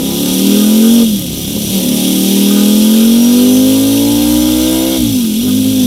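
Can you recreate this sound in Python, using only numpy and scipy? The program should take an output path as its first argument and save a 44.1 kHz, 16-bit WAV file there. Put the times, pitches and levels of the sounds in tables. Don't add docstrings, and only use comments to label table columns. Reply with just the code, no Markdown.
import sys
import numpy as np
from scipy import signal
from scipy.fft import rfft, irfft, next_fast_len
from scipy.io import wavfile
from scipy.ndimage import uniform_filter1d, map_coordinates

SR = 44100
rng = np.random.default_rng(int(sys.argv[2]) if len(sys.argv) > 2 else 0)


def amplitude_ratio(level_db):
    exponent = np.asarray(level_db, float) / 20
    return 10 ** exponent


def store_wav(level_fs):
    pcm = np.round(np.clip(np.atleast_2d(level_fs), -1, 1) * 32767)
    wavfile.write(sys.argv[1], SR, pcm.T.astype(np.int16))


N = 258426

# (time [s], cycle rate [Hz], effort on the main boom [dB])
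ENGINE = [(0, 32.62, -3), (.97, 46.9, 0), (1.04, 45.93, -1), (1.28, 33.15, 1), (1.63, 35.65, -3),
          (1.77, 39.5, -1), (1.84, 35.4, -2), (2.0, 37.3, -2), (2.66, 41.27, -0.3), (3.1, 45.9, -1),
          (4.26, 59.27, -1), (4.77, 64.1, 4), (4.96, 65.7, 1), (5.24, 45.3, -2), (5.33, 41.46, -2),
          (5.46, 50.63, -1.5), (5.71, 53.06, 0), (5.86, 50.3, -1.5)]
# (time [s], throttle opening [0-1, over when snatched], unevenness of burns [dB], gas flow [dB])
THROTTLE = [(0, 0.93, -27, -25), (.32, 1.02, -33.5, -20.5), (.95, 1.05, -40, -21), (1.035, 1.13, -31, -22),
            (1.055, 0, -26.5, -23), (1.27, 0.09, -26, -27.5), (1.62, 0.11, -21, -23.5),
            (1.77, 0.92, -26, -20.5), (1.86, 0.89, -32, -22), (2.36, 1.02, -40, -19.5),
            (2.75, 1.02, -52, -21.5), (4.9, 0.93, -41, -22), (4.973, 1.03, -33, -22),
            (4.988, 0.2, -25, -22.5), (5.15, 0.07, -27.5, -24.5), (5.3, 0.08, -35, -26),
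            (5.48, 0.01, -25, -24.5), (5.86, 0.4, -28, -24.5)]
FIRING_DEG = [0, 90, 290, 380]
# (cycle rate [Hz], 5th order [dB], 4th order [dB], low throb [dB], orders 6-8 [dB])
BY_SPEED = [(33.8, -22, -38.5, -35.5, -2.5), (36.65, -18, -32.5, -35.5, -2), (39.56, -9.5, -41.5, -45.5, 2),
            (45.2, -5.5, -34.5, -39.5, 0.1), (51.4, -6, -19.5, -29.5, 1), (54.2, -8.5, -22.5, -25.5, 3.5),
            (60.25, -10.5, -14.5, -24.5, -5), (64.04, -17, -18, -25.5, 0.1)]
SHUT_DB = dict(fifth=-5, fourth=3.5, throb=3.5, near=-10, upper=-13.5, mesh=-15, shield=1)
LOW_DB = [-2.3, -1, -3.5]
UPPER_DB = [11, 12, 13, 13, 15.5, 6, 10, 7.0, 4.5, 7.5, 4.3, 4, 0.3, -2, 5, -17, 1.2]
# (frequency [Hz], width [Hz], level [dB])
CHAMBER = [(62.2, 15, 0), (111.1, 27.5, 1.5), (155.4, 32, -2.5), (200, 49, -.5)]
# (frequency [Hz], width [Hz], level [dB])
PIPE = [(219.4, 15.7, -30.5), (249, 27.2, -29.0), (280.6, 34.5, -39.5), (340, 11, -44),
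        (397.5, 22.3, -39.5), (450.5, 23.5, -43), (489.3, 24.5, -41.5), (521.5, 29, -43.5), (604, 13, -46),
        (620, 16, -50), (704, 21, -51), (763.6, 36, -46), (812, 46, -49.5), (851, 37, -55),
        (958, 37, -43.5), (1194, 60, -47), (1425, 180, -48.5), (1590, 33, -39), (1830, 68, -51.6),
        (2185, 240, -33.5)]
# (frequency [Hz], width [Hz], level [dB])
BOOM = [(61.6, 9.5, -9), (114, 23, -6), (156, 31, -15), (196, 25, 1), (268, 79, -8.5)]
# (frequency [Hz], width [Hz], level [dB])
SPUTTER = [(320, 66, -7), (407, 40, -19), (496, 27, -15)]
# (cycle rate [Hz], half width [Hz], level [dB])
MEET_ORDERS = [6, 7, 7, 8, 9, 11, 11, 12, 12, 14, 15, 16, 16, 18, 1, 1, 3, 10, 10, 14, 6, 24]
MEET = [(60, 1.77, 4), (33.3, 1.35, 2), (55.7, 1.3, -15), (61, .8, -7), (41, 0.79, -7), (44.3, 1.4, -4),
        (65.2, 2, 8.5), (38, 0.58, -19), (63, 2.1, -13), (53, 2.3, -9), (58.93, 1.78, 8), (41, 1.7, -15),
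        (54, 2.08, -9), (59.48, 1.3, 10), (46.5, 1.5, 8), (52, 1.5, -15), (35.7, 2.5, -8), (34.1, 1.4, 4.5),
        (61.4, 2.5, -4.5), (39, 1.5, -9), (33.3, 1.3, 3.5), (38, 1.5, 7.5)]
# (time [s], peak level [dB])
SPITS = [(1.1684, 0), (1.1948, 1), (1.2224, -1), (1.2344, -18), (1.2511, -14), (1.2644, 0), (1.3004, -7),
         (1.3517, -12), (1.3808, -9), (5.2103, -16), (5.2538, -16), (5.2651, -4), (5.2883, -6),
         (5.3024, -11), (5.3254, -16), (5.396, -6)]
# (frequency [Hz], level per Hz [dB])
GEAR = [(880, -73), (1500, -18.5), (1720, -19.5), (1980, -16), (2160, -11), (3340, 2.5), (4440, -6),
        (5890, -2), (6510, -8.5), (7500, -16.5), (9750, -18), (16500, -120)]
JET = [(3530, -62), (6000, -19), (6890, -3), (10300, 0.5), (11600, 3), (12900, -1.5), (14700, -1),
       (15900, -14)]
# (frequency [Hz], width [Hz], level [dB])
CASE = [(2850, 40, 2), (3290, 55, 3), (3520, 80, 0), (3740, 90, 1), (4220, 80, 2), (5690, 45, 4),
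        (5900, 75, 3), (6100, 45, 4), (6560, 60, 2), (9000, 120, -3)]
# (frequency [Hz], width [Hz], level [dB])
MESH_RING = [(4700, 700, -43), (5700, 130, -24), (5900, 150, -32), (6110, 150, -28), (7600, 800, -41)]
DOUBLE_RING = [(9050, 300, -29)]
# (time [s], half length [s], level [dB])
BUZZ = [
    (.28, .03, -30),
    (0.594, .09, -30.5),
    (0.857, 0.028, -25.5),
    (2.571, 0.086, -27.5),
    (2.962, 0.075, -28.5),
    (3.358, 0.16, -35),
    (4.5, 0.25, -37),
    (5.224, 0.033, -38),
    (5.488, 0.033, -37),
    (5.86, 0.013, -46),
]
# (frequency [Hz], width [Hz], level [dB])
SHIELD = [(1238, 13, 4.5), (1390, 68, -6), (1475, 39, -2.5), (1554, 11, -1.5)]
# (time [s], bands [count])
SIDE_PUFFS = [(2.42, 1), (2.513, 1), (2.59, 1), (3.07, 1), (3.727, 1), (3.78, 2), (4.05, 3), (4.35, 1),
              (4.422, 1), (4.493, 3), (4.652, 3), (4.812, 2), (4.885, 3), (5.141, 1), (5.747, 1)]


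def exhaust(cycles):
    ragged_db = controls()[3]
    shaken = cycles + amplitude_ratio(1.6 * ragged_db + 3) * wobble(30)
    return firing_orders(shaken) + uneven_burns(shaken) + gas_noise()


def firing_orders(cycles):
    hz, effort_db, shut, ragged_db, _ = controls()
    speed, *passed = np.transpose(BY_SPEED)
    fifth_db, fourth_db, throb_db, near_db = (np.interp(hz, speed, db) for db in passed)
    lifted = np.clip(shut, 0, 1)
    clean_db, misfire_db = -38, -27
    failing = np.clip((ragged_db - clean_db) / (misfire_db - clean_db), 0, 1)
    stumble_db = 1.5
    fifth_db += effort_db + lifted * (SHUT_DB['fifth'] + stumble_db * wobble(28))
    fourth_db += lifted * (SHUT_DB['fourth'] + stumble_db * wobble(24))
    throb_db += lifted * SHUT_DB['throb']
    near_db += shut * failing * SHUT_DB['near']
    upper_db = shut * SHUT_DB['upper']

    throb = unit(orders(enumerate(LOW_DB, 1), CHAMBER, cycles, hz, flutter_db=1.2, steep=3))
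    chassis = unit(filtered(rng.standard_normal(N), lambda f: modes(BOOM[:2], f)))
    throb += amplitude_ratio(-17.5) * chassis
    throb /= np.sqrt(abs(uniform_filter1d(throb ** 2, size=SR // 6)))
    out = amplitude_ratio(throb_db + 1.0) * throb
    out += amplitude_ratio(fifth_db) * np.sqrt(2) * np.cos(2 * np.pi * 5 * cycles)
    out += amplitude_ratio(fourth_db) * np.sqrt(2) * np.sin(2 * np.pi * 4 * cycles)

    tail_db = -4.5 - 0.63 * np.arange(14)
    upper = list(enumerate([*UPPER_DB, *tail_db], 6))
    near_flutter_db = 1.34 * amplitude_ratio(.5 * ragged_db + 22)
    upper_flutter_db = 1.23 * amplitude_ratio(.5 * ragged_db + 23.5)
    out += amplitude_ratio(near_db) * orders(upper[:3], PIPE, cycles, hz, near_flutter_db)
    out += amplitude_ratio(upper_db) * orders(upper[3:], PIPE, cycles, hz, upper_flutter_db)
    return out


def orders(table, pipe_modes, cycles, cycle_hz, flutter_db, steep=1):
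    grid = np.arange(0, 3000.)
    pipe = modes(pipe_modes, grid)
    far_share, far_lag_s = 0.2, 0.0017
    tone = np.zeros(N)
    for k, db in table:
        firing_phase = np.angle(np.sum(np.exp(-2j * np.pi * k * np.array(FIRING_DEG) / 720)))
        lag = firing_phase + np.interp(k * cycle_hz, grid, np.unwrap(np.angle(pipe)))
        size = amplitude_ratio(db + flutter_db * (wobble(14) + 0.82 * wobble(3.954)))
        size *= np.interp(k * cycle_hz, grid, abs(pipe)) ** steep
        size *= abs(1 + far_share * np.exp(-2j * np.pi * k * (380 / 720 + far_lag_s * cycle_hz)))
        for n, (hz, half, gain_db) in zip(MEET_ORDERS, MEET):
            if n == k:
                size *= amplitude_ratio(gain_db * np.exp(-.5 * ((cycle_hz - hz) / half) ** 2))
        tone += size * np.sqrt(2) * np.cos(2 * np.pi * k * cycles + lag)
    return tone


def uneven_burns(cycles):
    fires = (np.arange(int(cycles[-1]))[:, None] + np.array(FIRING_DEG) / 720).ravel()
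    late = .12 * rng.uniform(size=len(fires))
    fires = np.clip(fires + late, 0, cycles[-1] - 1)
    kicks = np.zeros(N)
    kicks[np.searchsorted(cycles, fires)] = rng.uniform(-0.55, 1, len(fires))
    muffled = lambda f: modes(BOOM + SPUTTER, f) / (1 + 1j * f / 700) ** 3
    return amplitude_ratio(controls()[3]) * unit(filtered(kicks, muffled))


def gas_noise():
    upper_db = controls()[2] * SHUT_DB['upper']
    roar = unit(filtered(rng.standard_normal(N), lambda f: modes(PIPE[3:16], f)))
    rumble = unit(filtered(rng.standard_normal(N), lambda f: modes([(54.7, 51, 0)], f) ** 2))
    return amplitude_ratio(upper_db - 35.5) * roar + amplitude_ratio(-41.5) * rumble


def spits():
    high, low, t = np.zeros(N), np.zeros(N), np.arange(SR // 20) / SR
    t60_s, body_db = .008, -13
    for s, db in SPITS:
        envelope = amplitude_ratio(db - 60 * t / t60_s) * (1 - np.exp(-t / .0005))
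        puff = envelope * rng.standard_normal(len(t))
        high[round(s * SR):][:len(t)] += puff
        low[round(s * SR):][:len(t)] += puff * amplitude_ratio(body_db)
    crack = filtered(high, lambda f: modes([(11610, 4100, 0)], f))
    body = filtered(low, lambda f: modes([(4000, 4000, 0)], f))
    return 0.75 * crack + 0.55 * body


def hiss(cycles):
    gear_db = controls()[4] + 0.24 * wobble(6)
    jet_db = gear_db - 0.24
    turn = 2 * np.pi * cycles
    beat = 0.74 * np.cos(turn) + 0.31 * np.cos(2 * turn) + 0.62 * np.cos(4 * turn)
    shared = 0.23 * wobble(250) + 0.053 * wobble(60) + 0.32 * wobble(11)
    gear_swell_db = beat + shared + 0.67 * wobble(90)
    jet_swell_db = 0.96 * beat + 0.5 * shared + 0.84 * wobble(400)
    noise = patchy(depth_db=1.14) * amplitude_ratio([gear_swell_db, jet_swell_db])
    casing = lambda f: np.sqrt(1 + sum(abs(modes([m], f)) ** 2 for m in CASE))
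    gear = unit(filtered(noise[0], lambda f: amplitude_ratio(along(GEAR, f)) * casing(f)))
    jet = unit(filtered(noise[1], lambda f: amplitude_ratio(along(JET, f)) * casing(f)))
    return amplitude_ratio(gear_db) * gear + amplitude_ratio(jet_db) * jet


def whine(cycles):
    drive = amplitude_ratio(SHUT_DB['mesh'] * np.clip(controls()[2] - .15, 0, 1))
    turn = 2 * np.pi * 120 * cycles + .75 * wobble(220)
    mesh = drive * amplitude_ratio(2 * wobble(50)) * np.sin(turn)
    double = drive * amplitude_ratio(3 * wobble(60)) * np.sin(2 * turn)
    return np.sqrt(2) * (filtered(mesh, gearbox(MESH_RING)) + filtered(double, gearbox(DOUBLE_RING)))


def gearbox(table):
    def response(f):
        return np.sqrt(sum(amplitude_ratio(db) ** 2 * abs(modes([(c, w, 0)], f)) ** 4 for c, w, db in table))
    return response


def buzz(cycles):
    shake = rng.standard_normal(N) * amplitude_ratio(0.57 * np.cos(2 * np.pi * cycles) + 2.6 * wobble(120))
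    t = np.arange(N) / SR
    bursts = sum(amplitude_ratio(db) * np.exp(-.5 * ((t - s) / half) ** 2) for s, half, db in BUZZ)
    idle = amplitude_ratio(-44.5 + SHUT_DB['shield'] * controls()[2])
    return amplitude_ratio(-7.0) * (bursts + idle) * unit(filtered(shake, lambda f: modes(SHIELD, f)))


def side_noise():
    out, size = np.zeros(N), SR // 21
    hz = np.fft.rfftfreq(size, 1 / SR)
    for s, count in SIDE_PUFFS:
        for _ in range(int(count)):
            centre_hz = rng.uniform(5200, 14500)
            inside = abs(hz / centre_hz - 1) < .11
            band = irfft(rfft(rng.standard_normal(size)) * inside, size)
            puff = amplitude_ratio(-34) * unit(band) * signal.windows.tukey(size, .7)
            out[round(s * SR) - size // 2:][:size] += puff
    return out


def controls():
    hz, effort_db = curves(ENGINE)
    opening, ragged_db, flow_db = curves(THROTTLE)
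    flywheel_s = .03
    hz = uniform_filter1d(hz, size=round(flywheel_s * SR))
    return hz, effort_db, 1 - opening, ragged_db, flow_db


def curves(rows):
    s, *cols = np.transpose(rows)
    return [np.interp(np.arange(N) / SR, s, c) for c in cols]


def along(points, hz):
    f, v = np.transpose(points)
    return np.interp(np.log(hz + 1), np.log(f + 1), v)


def modes(table, f):
    return sum(amplitude_ratio(db) * 1j * f * w / (c * c - f * f + 1j * f * w) for c, w, db in table)


def filtered(x, response):
    m = next_fast_len(N + SR // 2)
    return irfft(rfft(x, m) * response(np.fft.rfftfreq(m, 1 / SR)), m)[..., :N]


def wobble(rate):
    knots = rng.standard_normal(int(N * rate / SR) + 4)
    return map_coordinates(knots, [np.arange(N) * rate / SR])


def patchy(depth_db):
    z = signal.stft(rng.standard_normal((2, N)), nperseg=512)[2]
    field = uniform_filter1d(rng.standard_normal(z.shape), size=3, axis=1)
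    field = uniform_filter1d(field, size=18, axis=2)
    return signal.istft(z * amplitude_ratio(depth_db * unit(field)), nperseg=512)[1][:, :N]


def unit(x):
    return x / np.sqrt(np.mean(x ** 2) + 1e-20)


def scene():
    cycles = np.cumsum(controls()[0]) / SR
    mix = exhaust(cycles) + spits() + hiss(cycles) + whine(cycles) + buzz(cycles)
    return np.tile(mix, (2, 1))


def roll_off(x):
    return signal.sosfilt(signal.butter(12, 16020, fs=SR, output="sos"), x)


def record(dry):
    loud = dry / (1 + abs(dry / 1.1) ** 9) ** (1 / 9)
    loud = loud + np.outer([1, -1], side_noise())
    loud = np.clip(filtered(loud, lambda hz: hz < 15850), -1, 1)
    return roll_off(loud)


dry = scene()
out = record(dry)
store_wav(out)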